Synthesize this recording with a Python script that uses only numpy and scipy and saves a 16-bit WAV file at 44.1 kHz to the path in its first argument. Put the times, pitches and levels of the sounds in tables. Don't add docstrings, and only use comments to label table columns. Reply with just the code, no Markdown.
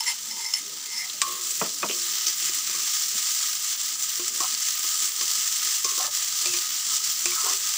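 import sys
import numpy as np
from scipy import signal
from scipy.fft import rfft, irfft
from scipy.io import wavfile
from scipy.ndimage import uniform_filter1d, map_coordinates

SR = 44100
rng = np.random.default_rng(int(sys.argv[2]) if len(sys.argv) > 2 else 0)


def to_wav(sig):
    pcm = np.clip(np.atleast_2d(sig), -1, 1) * 32767
    pcm = np.round(pcm).astype(np.int16)
    wavfile.write(sys.argv[1], SR, pcm.T)


def rack_gain(trim_db):
    fader = np.asarray(trim_db, float)
    return 10 ** (fader / 20)


N = 342657
TIME_S = np.arange(N) / SR

# t/s, frying level/dB
HEAT = [(0, -37.5), (.7, -39.5), (1.15, -38.5), (1.3, -35), (1.5, -33.5), (1.8, -36.5), (2.05, -32),
        (2.45, -29), (2.7, -32.5), (2.92, -30), (3.5, -31), (3.85, -32), (4.05, -34), (4.25, -32),
        (5.05, -28.5), (5.3, -30), (6.0, -30.5), (6.75, -30), (6.95, -29), (7.35, -31), (7.5, -30),
        (7.77, -31)]
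# t/s, depth/dB, length/s
FOLDS = [(0.484, 2.5, 0.05), (1.19, 3, 0.039), (1.396, 3.5, 0.075), (1.622, 0, 0.092), (2.365, 5, 0.07),
         (2.512, 6, 0.025), (2.631, 3.5, 0.046), (3.094, 2, 0.16), (3.593, 3.5, 0.097), (3.77, 6, 0.035),
         (3.92, 2, 0.11), (3.978, 4.5, 0.022), (4.227, 2, 0.038), (4.319, 5, 0.045), (4.381, 3.5, 0.027),
         (4.476, 3.5, 0.019), (4.575, 4, 0.085), (4.797, 4, 0.12), (4.972, 2.5, 0.091), (5.126, 6.5, 0.097),
         (5.262, 2.5, 0.039), (5.464, 1.5, 0.068), (5.608, 3, 0.03), (5.815, 3.5, 0.056), (5.876, 3, 0.017),
         (6.089, 6, .02), (6.108, 6.5, 0.035), (6.296, 3.5, 0.078), (6.68, 3.5, 0.08), (6.838, 4.5, 0.085),
         (7.012, 4.5, 0.058), (7.173, 3.5, 0.11), (7.592, 3, 0.074)]
# f/Hz, density/dB per Hz
FRY_COLOUR = [(500, -36.5), (850, -23), (1250, -17), (1600, -12.5), (2400, -11.5), (3800, -7), (5000, -4),
              (6000, -1), (6600, -1), (7400, -0.5), (9000, -12), (12400, -21), (13900, -26), (14650, -10.5)]
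# f/Hz, width/Hz, level/dB
BOWL_MODES = [(1278, 109, -19.5), (2163, 420, -29.5), (3346, 860, -26)]
# t/s, peak/dB, t60/s, f/Hz
SPURTS = [(1.098, -11, 0.026, 3580), (1.412, -29, 0.016, 7200), (1.509, -22, 0.053, 7400),
          (2.2679, -13.5, 0.24, 5500), (2.5357, -24, 0.059, 5800), (3.014, -24, 0.042, 6200),
          (4.0249, -16.5, 0.2, 7500), (4.404, -18.5, 0.12, 6270), (4.548, -11, 0.021, 4800),
          (4.619, -20, 0.059, 6500), (5.473, -15.5, 0.061, 6600), (5.845, -14, 0.08, 5800),
          (5.89, -19.5, .1, 4900), (5.908, -17, .04, 7300), (6.8664, -24, 0.041, 5900),
          (6.457, -8, .02, 9500), (7.256, -9.5, .03, 7200)]
# middle t/s, change/dB, length/s, f/Hz
PATCHES = [(0.329, 2, 0.058, 5509), (0.524, 3, 0.14, 5509), (0.559, 1, 0.108, 14465),
           (0.743, -1.7, 0.164, 8584), (0.973, 1.5, 0.061, 5509), (1.028, 3.9, 0.057, 14465),
           (1.287, 2.1, 0.168, 14465), (1.332, -3.5, 0.124, 5509), (1.352, 0.5, 0.185, 2049),
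           (1.467, 2.5, 0.104, 8584), (1.53, 6, 0.061, 14465), (1.566, -2.4, 0.091, 3588),
           (1.626, 5, 0.046, 14465), (1.641, 3, 0.152, 2049), (1.736, -6.5, 0.081, 2049),
           (1.806, -2.7, 0.09, 3588), (1.936, 3, 0.098, 14465), (1.955, 2, 0.084, 5509),
           (1.98, 1.5, 0.076, 8584), (2.065, -2.0, 0.069, 5509), (2.213, -4.5, 0.15, 8584),
           (2.449, 4, 0.12, 2049), (2.715, 4.5, 0.074, 2049), (2.993, 1.8, 0.115, 5509),
           (3.991, 4.0, 0.071, 8584), (4.031, 4.2, 0.071, 14465), (4.151, 3, 0.114, 14465),
           (4.405, -1.5, 0.182, 3588), (4.545, -2, 0.108, 14465), (4.644, 1.5, 0.164, 2049),
           (4.794, 2.7, 0.11, 14465), (4.956, -3.7, 0.11, 2049), (5.054, 3.5, 0.16, 8584),
           (5.33, -3, 0.067, 2049), (5.328, -1.5, 0.066, 3588), (5.996, -5, 0.058, 2049),
           (6.081, -3.7, 0.065, 14465), (6.415, -2.9, 0.096, 2049), (6.42, -1, 0.091, 3588),
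           (6.475, -3.0, 0.078, 14465), (6.605, -2.1, 0.132, 14465), (6.635, -1.5, 0.068, 2049),
           (6.725, -3.5, 0.08, 8584), (6.844, -3.6, 0.102, 14465), (6.969, -2.1, 0.1, 2049),
           (6.999, 1.6, 0.14, 5509), (7.403, -2, 0.101, 3588), (7.418, -3.2, 0.077, 2049)]
# from f/Hz, to f/Hz
PATCH_RANGES = [(1500, 2800), (2800, 4600), (4600, 6650), (6650, 11000), (12500, 16000)]
# t/s, peak/dB, f/Hz
CRACKLES = [(1.412, -16, 7220), (1.508, -9, 7700), (1.6806, -24, 5810), (1.7848, -25, 6930),
            (2.138, -15, 5860), (2.646, -15, 7560), (2.82, -16, 5810), (3.0146, -20, 6180),
            (3.0325, -16, 5880), (3.7773, -16, 6060), (3.9764, -26, 7480), (3.999, -16, 7300),
            (4.0243, -15, 7130), (4.2814, -9, 7600), (4.378, -12, 7750), (4.5486, -13, 4800),
            (4.6708, -18, 6400), (4.7012, -21, 6860), (4.794, -8, 7500), (4.958, -21, 5850),
            (5.472, -16, 7350), (5.6294, -20, 7360), (5.845, -18, 5800), (5.979, -21, 6150),
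            (6.1499, -16, 7250), (6.225, -17, 4900), (6.8673, -13, 5940), (7.1627, -21, 5410),
            (7.1924, -13, 6950), (7.465, -19, 5820), (7.497, -11, 6280), (7.5184, -16, 6290),
            (7.5354, -12, 6190), (7.6907, -18, 6170), (1.0973, -18, 4200), (1.8885, -18, 3600),
            (1.897, -14.5, 2580), (1.9118, -13, 3100), (2.269, -8, 6020), (2.536, -11, 7130),
            (4.4043, -20, 6260), (4.6177, -22, 6380), (6.4585, -10, 4790), (6.5663, -10, 5800),
            (6.587, -13, 4800), (5.768, -13, 6900), (5.979, -13, 7200), (7.2576, -10, 7100)]
# f/Hz, level/dB, t60/s
WOK_LOW = [(355, 1, 3.5), (366.3, -11, 1.0), (496, -3, 3.1), (559, -2, 0.4), (641, -3, 1.6),
           (736, -13, 0.35)]
WOK_MID = [(1077, -1.5, .62), (1147, -2, 0.6), (1253, -10, 0.66)]
WOK_HIGH = [(2080, -6, 0.05), (2400, 5, 0.092), (2660, -6, 0.032), (2980, 2.5, 0.035), (4500, -9, .05),
            (4940, 11.5, 0.07), (6260, 12, 0.084), (7450, -9.5, 0.037), (7220, 11, 0.09), (7600, -6, 0.026)]
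# t/s, low modes/dB, middle modes/dB, crack/dB, time until food damps the ring/s
TAPS = [(1.217, -65, -28.5, 0.8, 0.99), (1.27, -49, -63, -50, 0.56), (1.9, -43.5, -44, -30, 0.42),
        (2.264, -42.5, -58, -26, 0.036), (2.421, -45, -63, -40, 0.035), (2.493, -40, -65, -35, 0.014),
        (2.693, -42, -40, -26, 0.015), (2.742, -52, -44, -45, .14), (4.196, -35, -42, -39, 0.047),
        (4.404, -34.5, -22, -15, 0.012), (4.841, -44.5, -43, -22, 0.027), (5.019, -54, -60, -52, 0.07),
        (5.211, -42.5, -36, -14, 0.023), (5.8455, -55, -33.5, -13, 0.52), (6.457, -39.5, -62, -14, 0.16),
        (6.539, -38, -41, -12, 0.043), (7.2565, -36.5, -40, -4.5, 0.09)]
# f/Hz, level/dB
CRACK_COLOUR = [(300, -18.5), (1600, 1), (5000, 1), (8000, 6.5), (12000, -24), (15000, -16)]
# t/s, level/dB, free time/s, f/Hz
BOUNCES = [
    (6.457, -39, 0.075, 2628),
    (7.258, -47, .05, 2628),
    (7.318, -36, .012, 2330),
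    (1.3, -52, 0.26, 3600),
]
# t/s, length/s, level/dB, loudest f/Hz, travel/octaves
SCRAPES = [(1.825, 0.026, -37, 2550, 0.01), (1.889, 0.069, -38, 2700, 0.13),
           (1.893, 0.035, -37.5, 447, 0.043), (4.404, 0.07, -36.5, 1080, 0.1),
           (4.406, 0.056, -43, 755, -0.1), (5.623, 0.092, -61, 400, 0.075), (5.844, 0.024, -41.5, 460, 0.1),
           (5.908, .04, -53, 400, 0.1), (5.973, 0.051, -48, 420, 0.34), (5.976, .12, -39.5, 1120, 0.17),
           (5.988, .11, -42.5, 700, 0.3), (6.038, 0.083, -50.5, 563, 0.31), (6.019, 0.092, -46, 1600, 0.15),
           (6.459, .03, -50, 554, 0.046), (6.455, .02, -42, 2750, 0.01), (6.541, .02, -37, 2550, 0.01),
           (6.882, 0.076, -46, 1200, 0.13), (7.256, 0.018, -35, 2630, -0.019),
           (7.318, 0.036, -42, 1280, 0.1), (7.357, 0.043, -36.5, 1280, -0.05),
           (7.39, 0.063, -41.5, 1220, -.1), (7.434, 0.12, -38, 1120, -0.13),
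           (7.435, 0.13, -44, 1340, 0.078), (7.43, 0.079, -46.5, 410, 0.13), (7.451, .1, -47, 720, 0.11),
           (7.504, 0.077, -48.5, 402, -0.05), (0.634, 0.14, -59.5, 468, .02), (0.857, 0.063, -60, 400, .01),
           (1.009, 0.073, -59, 743, 0.047), (1.13, .08, -61, 610, .02), (4.185, .04, -51, 1280, -.25)]
# f/Hz, width/Hz, level/dB
HELD_MODES = [(413, 52, 2.5), (485, 44, -3.5), (593, 57, 6), (743, 29, 0.5), (903, 50, 1.5), (1084, 35, 1),
              (1168, 51, 3.5), (1270, 51, 5), (1450, 39, -5.5), (1730, 77, 2), (2250, 110, -0.5),
              (2460, 99, 1), (2715, 84, -3), (3070, 120, -2)]
# f/Hz, width/Hz, level/dB
DISH_MODES = [(942, 60, -12), (2070, 50, -5), (3060, 150, -12), (4480, 60, -13), (5300, 70, 0),
              (5700, 90, -9), (6720, 90, -12), (7430, 90, -7), (9630, 130, -12), (10800, 90, -22),
              (11750, 90, -23), (13500, 140, -20)]
# middle t/s, length/s, level/dB, lowest mode/dB, upper modes/dB
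RUBS = [(0.082, 0.028, -31, -6, 2.5), (0.106, 0.037, -32.5, 5, 6.5), (0.312, 0.032, -42, 4, -3),
        (0.378, 0.086, -42, 7, 1.5), (0.41, 0.041, -38.5, -11, -1), (.452, 0.035, -35.5, -7, -8),
        (.49, 0.077, -40.5, -1, 0), (0.57, 0.054, -34, -9, 2), (0.883, 0.044, -43, -15, -4),
        (0.937, 0.064, -37, -5, -3), (0.997, 0.058, -27.5, -15, -5.5), (1.055, 0.031, -33.5, -14, -7)]
# t/s, peak/dB, lowest three modes/dB
TICKS = [
    (0.0657, -17, -20, 3, -3),
    (0.0054, -13.5, 3, -14, 5),
    (.3107, -22, -14, -12, 0),
    (.4623, -18, -16, -12, -4),
    (.5372, -8.5, -17.5, -12, 5),
]
# f/Hz, width/Hz, level/dB
COUNTER_MODES = [(215, 85, -8), (420, 71, -3.5), (632, 33, -3.5), (933, 56, -4.5), (1230, 110, 2),
                 (1990, 120, -8), (2530, 110, -4.5), (3100, 55, -17), (3240, 73, -13), (3800, 110, -22)]
# t/s, peak/dB, t60/s, tilt/dB per octave
KNOCKS = [
    (1.612, -15, 0.11, -3),
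    (1.645, -27.5, 0.22, -1.5),
    (1.829, -14, 0.13, -1),
    (3.142, -44.5, 0.3, -10),
    (5.017, -46, .16, -14),
    (5.372, -52, 0.088, -27),
]
# t/s, peak/dB, length/s
SHAKES = [
    (1.64, -54, .08),
    (1.853, -57, .06),
    (4.208, -62, 0.059),
    (4.904, -66, .08),
    (5.866, -62, .06),
    (6.506, -60, 0.081),
    (7.075, -62, 0.055),
    (7.306, -57, 0.084),
]
# f/Hz, density/dB per Hz
KITCHEN_COLOUR = [(15, -54), (25, -31), (44, -8), (87, -0.5), (259, 3.5), (361, 2.5), (438, -1),
                  (619, -7.5), (900, 3), (1170, 1), (1980, -120)]
# middle t/s, length/s, level/dB
SHOVES = [(0.325, 0.13, -58), (0.706, 0.16, -53), (1.326, 0.4, -55), (1.91, 0.22, -50), (2.48, 0.15, -53),
          (2.766, 0.13, -54), (3.155, 0.14, -60), (4.36, 0.21, -52), (4.6, 0.088, -78), (5.04, 0.035, -64),
          (5.222, 0.064, -52), (5.65, 0.1, -55), (6.6, 0.22, -61), (6.895, 0.079, -59)]


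def unit(x):
    return x / np.sqrt(np.mean(x ** 2))


def typical(x):
    return x / (1.48 * np.median(np.abs(x)))


def colour(x, points):
    hz, db = np.transpose(points)
    grid_hz = np.arange(1025) * SR / 2048
    gain_db = np.interp(np.log(grid_hz + 1), np.log(hz), db)
    ceps = irfft(gain_db * np.log(10) / 20)
    ceps[1:1024] *= 2
    ceps[1025:] = 0
    return signal.fftconvolve(x, irfft(np.exp(rfft(ceps))))[:len(x)]


def band(x, lo_hz, hi_hz):
    return signal.sosfilt(signal.butter(2, [lo_hz, hi_hz], "band", fs=SR, output="sos"), x)


def band_in_phase(x, lo_hz, hi_hz):
    return signal.sosfiltfilt(signal.butter(2, [lo_hz, hi_hz], "band", fs=SR, output="sos"), x)


def highpass(x, order, hz):
    return signal.sosfilt(signal.butter(order, hz, "high", fs=SR, output="sos"), x)


def ring(x, hz, t60_s):
    r = 10 ** (-3 / (t60_s * SR))
    w = 2 * np.pi * hz / SR
    return signal.lfilter([0, np.sin(w)], [1, -2 * r * np.cos(w), r * r], x)


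def walk(rate_hz):
    k = int(SR / rate_hz)
    steps = np.repeat(rng.standard_normal(N // k + 1), k)
    return unit(uniform_filter1d(uniform_filter1d(steps, k), k)[:N])


def clicks(per_s, spread_db, count):
    chance = rng.random((count, 3))
    sign = np.sign(chance[:, 1] - .5)
    return (chance[:, 0] < per_s / SR) * sign * rack_gain(-spread_db * np.log(chance[:, 2] + 1e-9))


def fade(t, t60_s):
    return 10 ** (-3 * t / t60_s)


def hump(at_s, length_s):
    out = np.zeros(N)
    near = slice(max(int((at_s - 2 * length_s) * SR), 0), int((at_s + 2 * length_s) * SR))
    out[near] = 2 ** -((TIME_S[near] - at_s) * 2 / length_s) ** 2
    return out


def add(out, at_s, x):
    i = int(at_s * SR)
    out[i:i + len(x)] += x[:len(out) - i]


def steam_pops(level_db):
    pops = unit(clicks(per_s=5000, spread_db=1.5, count=N)) + rack_gain(5.5) * rng.standard_normal(N)
    pops = unit(pops * rack_gain(.1 * walk(40) + .7 * walk(250)))
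    spits = np.abs(clicks(per_s=170, spread_db=.75, count=N))
    flurries = signal.lfilter([1], [1, -fade(1 / SR, .012)], spits)
    pops = typical(pops * (1 + rack_gain(-7) * flurries))
    t = TIME_S[:SR // 5]
    span = .22
    for at_s, peak_db, t60_s, hz in SPURTS:
        spray = unit(clicks(9000, 1.8, count=len(t)))
        pitched = unit(band(spray, hz * (1 - span), hz * (1 + span)))
        spurt = fade(t, t60_s) * (0.5 * spray + 0.57 * pitched)
        add(pops, at_s, rack_gain(peak_db - 14 - level_db[int(at_s * SR)]) * spurt)
    return pops


def frying():
    heat_db = np.interp(TIME_S, *np.transpose(HEAT))
    fold_db = sum(db * hump(at_s, length_s) for at_s, db, length_s in FOLDS)
    level_db = heat_db - fold_db
    pops = steam_pops(level_db)
    fry = typical(colour(pops, FRY_COLOUR))
    for hz, width_hz, db in BOWL_MODES:
        fry = fry + rack_gain(db) * typical(band(pops, hz - width_hz / 2, hz + width_hz / 2))
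    notch_hz, notch_width_hz = 6630, 260
    fry = fry - 0.53 * band_in_phase(fry, notch_hz - notch_width_hz / 2, notch_hz + notch_width_hz / 2)
    upper = band_in_phase(fry, 6700, 10000) * (rack_gain(.4 * walk(6)) - 1)
    middle = band_in_phase(fry, 3800, 5200) * (rack_gain(.4 * walk(8)) - 1)
    fry = fry + upper + middle
    low = signal.sosfiltfilt(signal.butter(2, 2800, fs=SR, output="sos"), fry)
    top = signal.sosfiltfilt(signal.butter(6, 12500, "high", fs=SR, output="sos"), fry)
    over_full_db = heat_db + 31
    deep = typical(low * rack_gain(1.2 * walk(30))) * rack_gain(-42.5 + over_full_db - fold_db)
    mist = typical(top * rack_gain(0.88 * walk(380) + 0.64 * walk(70)))
    mist = mist * rack_gain(-29 + 1.16 * over_full_db - 0.54 * fold_db)
    return (fry - low - top) * rack_gain(level_db + 6.0) + deep + mist


def patches(fry):
    out = fry
    for lo_hz, hi_hz in PATCH_RANGES:
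        change_db = sum(db * hump(at_s, length_s) for at_s, db, length_s, hz in PATCHES if lo_hz < hz < hi_hz)
        out = out + band_in_phase(fry, lo_hz, hi_hz) * (rack_gain(change_db) - 1)
    return out


def crackles():
    out, t = np.zeros(N), TIME_S[:SR // 20]
    click = 1. * (t == 0)
    for at_s, peak_db, hz in CRACKLES:
        tick = band(click, 2200, 10600)
        spray = fade(t, .03) * band(rng.standard_normal(len(t)), hz * 0.53, hz * 1.5)
        drop = 0.57 * tick / tick.max() + ring(click, hz, t60_s=.0045) + .2 * spray
        add(out, at_s, rack_gain(peak_db - 0.5) * drop / np.abs(drop).max())
    return out


def shell(push, modes, damping, undamped=0):
    out = 0
    for k, (hz, db, t60_s) in enumerate(modes):
        load = damping if k >= undamped else 1
        out = out + (-1) ** k * rack_gain(db + 2 * rng.standard_normal()) * ring(push, hz, t60_s / load)
    return out


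def spoon_taps():
    out, t = np.zeros(N), TIME_S[:SR // 2]
    blow = 1. * (t == 0)
    for at_s, low_db, mid_db, crack_db, free_s in TAPS:
        load = max(0.83 / free_s, 1) ** 1.96
        chatter = .03 * clicks(400, 3.0, count=len(t)) * (t < free_s) * (free_s < .2)
        push = blow + chatter
        modes = rack_gain(low_db) * shell(push, WOK_LOW, load, undamped=2)
        modes += rack_gain(mid_db) * shell(push, WOK_MID, load, undamped=2)
        modes += rack_gain(-36 + 0.23 * crack_db) * shell(push, WOK_HIGH, 1.2)
        thud = fade(t, .08) * unit(band(rng.standard_normal(len(t)), 260, 610))
        modes += rack_gain(low_db - 4) * (free_s < .3) * thud
        rattle = (.2 * fade(t, .012) + .13 * fade(t, .08)) * rng.standard_normal(len(t))
        echo = .7 * np.roll(blow, int(.0006 * SR))
        crack = colour(blow + echo + rattle, CRACK_COLOUR)
        damped = modes * fade(np.maximum(t - free_s, 0), 0.05) * fade(t, 5.0 * free_s)
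        add(out, at_s, damped + rack_gain(crack_db) * crack)
    return out


def spoon_bounces():
    out, t = np.zeros(N), TIME_S[:SR // 2]
    t60_s, split_hz = 0.93, 27
    for at_s, level_db, free_s, hz in BOUNCES:
        push = (t == 0) + .2 * clicks(150, 3.0, count=len(t)) * (t < free_s)
        pair = ring(push, hz, t60_s) + 0.91 * ring(push, hz - split_hz, t60_s / 2)
        add(out, at_s, rack_gain(level_db) * pair * fade(np.maximum(t - free_s, 0), .04))
    return out


def spoon_scrapes():
    out, t = np.zeros(N), TIME_S[:SR // 5]
    attack_s, release_s, sag_db, reach_oct = 0.0026, 0.026, 8, 0.18
    catch_db = 1.4 * walk(60)
    for at_s, length_s, level_db, centre_hz, travel_oct in SCRAPES:
        slips = unit(clicks(3500, 1.5, count=len(t)))
        slips = slips * np.clip(np.minimum(t / attack_s, (length_s - t) / release_s), 0, 1)
        slips = slips * rack_gain(catch_db[int(at_s * SR):][:len(t)] - sag_db * t / length_s)
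        rasp = 0
        for hz, width_hz, db in HELD_MODES:
            off_oct = np.log2(hz / centre_hz) - travel_oct * t / length_s
            near = np.exp(-.5 * (off_oct / reach_oct) ** 2)
            mode = ring(slips * near, hz, 2.0 / width_hz)
            rasp = rasp + rack_gain(db) * band(mode, hz - 3 * width_hz, hz + 3 * width_hz)
        rasp = rasp * fade(np.maximum(t - length_s, 0), 0.1)
        add(out, at_s, rack_gain(level_db) * rasp / np.std(rasp[:int(length_s * SR)]))
    return out


def dish_pair(x, hz, t60_s):
    lower = (1 if hz < 1500 else .4) * ring(x, hz - 48, t60_s)
    return band(lower + ring(x, hz + 8, t60_s), hz * .85, hz * 1.15)


def dish_rubs():
    grit = unit(clicks(2500, 1.1, count=SR * 2))
    t = TIME_S[:len(grit)]
    patch_db = 2.5 * walk(45)
    modes = []
    for hz, width_hz, db in DISH_MODES:
        caught = grit * rack_gain(np.roll(patch_db, int(3 * hz))[:len(t)])
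        modes.append(rack_gain(db) * unit(dish_pair(caught, hz, 2.5 / width_hz)))
    scratch = rack_gain(-8.0) * unit(band(grit, 2800, 10600))
    upper = unit(sum(modes[2:])) + scratch
    rubbed = np.zeros(len(t))
    for at_s, length_s, db, low_db, high_db in RUBS:
        rub = upper * rack_gain(high_db) + modes[1] + modes[0] * rack_gain(low_db)
        rubbed += rack_gain(db) * hump(at_s, length_s)[:len(t)] * rub
    bent_s = t + .0004 * walk(12)[:len(t)]
    rubbed = map_coordinates(rubbed, [bent_s * SR], mode="mirror")
    return np.pad(rubbed, (0, N - len(t)))


def dish_ticks():
    out, t = np.zeros(N), TIME_S[:SR // 4]
    click = 1. * (t == 0)
    for at_s, peak_db, *low_db in TICKS:
        jolt = fade(t, 0.008) * rng.standard_normal(len(t)) + 5.4 * click
        tick = 0
        for k, (hz, width_hz, db) in enumerate(DISH_MODES):
            extra_db = low_db[k] if k < len(low_db) else 0
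            tick = tick + rack_gain(db + extra_db) * dish_pair(jolt, hz, 6.8 / width_hz)
        contact = 0.22 * band(jolt, 2300, 8100) + 1.3 * band(click, 1600, 7000)
        add(out, at_s, rack_gain(peak_db) * (tick / np.abs(tick).max() + contact))
    return out


def knocks():
    out, t = np.zeros(N), TIME_S[:SR // 3]
    for at_s, peak_db, t60_s, tilt_db in KNOCKS:
        body = 0
        for hz, width_hz, db in COUNTER_MODES:
            swell = fade(t, t60_s * (400 / hz) ** 0.29) * (1 - fade(t, 3.2 / hz))
            mode = ring(rng.standard_normal(len(t)) * swell, hz, 1.17 / width_hz)
            mode = band(mode, hz * .75, hz * 1.3) * np.sqrt(width_hz)
            body = body + rack_gain(db + tilt_db * np.log2(hz / 500)) * mode
        snap = 0.41 * fade(t, 0.016) * unit(band(rng.standard_normal(len(t)), 400, 3200))
        add(out, at_s, rack_gain(peak_db) * (body / np.abs(body).max() + snap * rack_gain(2.0 * tilt_db)))
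    return out


def stove():
    shake = sum(rack_gain(db) * hump(at_s, length_s) for at_s, db, length_s in SHAKES)
    return unit(band(rng.standard_normal(N), 62, 180)) * shake


def kitchen():
    hum = colour(rng.standard_normal(N), KITCHEN_COLOUR)
    bands = [band(hum, hz, hz * 1.3) * rack_gain(2.6 * walk(14)) for hz in 25 * 1.3 ** np.arange(14)]
    rustle = rack_gain(-69.5)
    shove = rustle + sum(rack_gain(db) * hump(at_s, length_s) for at_s, length_s, db in SHOVES)
    return unit(sum(bands)) * rack_gain(-62) + unit(sum(bands[7:12])) * shove * rack_gain(-4.5)


def scene():
    fry = patches(frying())
    spoon = spoon_taps() + spoon_bounces() + spoon_scrapes()
    dish = dish_rubs() + dish_ticks()
    hits = highpass(spoon + dish + crackles(), 3, 260)
    bumps = highpass(knocks(), 3, 165)
    mono = fry + hits + bumps + kitchen() + stove()
    side = unit(band(rng.standard_normal(N), 40, 610)) * rack_gain(-84.0)
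    return np.array([mono + side, mono - side])


def top_cut(x):
    return signal.sosfilt(signal.butter(12, 16790, fs=SR, output="sos"), x)


def record(dry):
    rounded = np.tanh(.8 * dry) / .8
    mix = signal.sosfilt(signal.ellip(10, .3, 60, 15560, fs=SR, output="sos"), rounded)
    return top_cut(mix)


dry = scene()
out = record(dry)
to_wav(out)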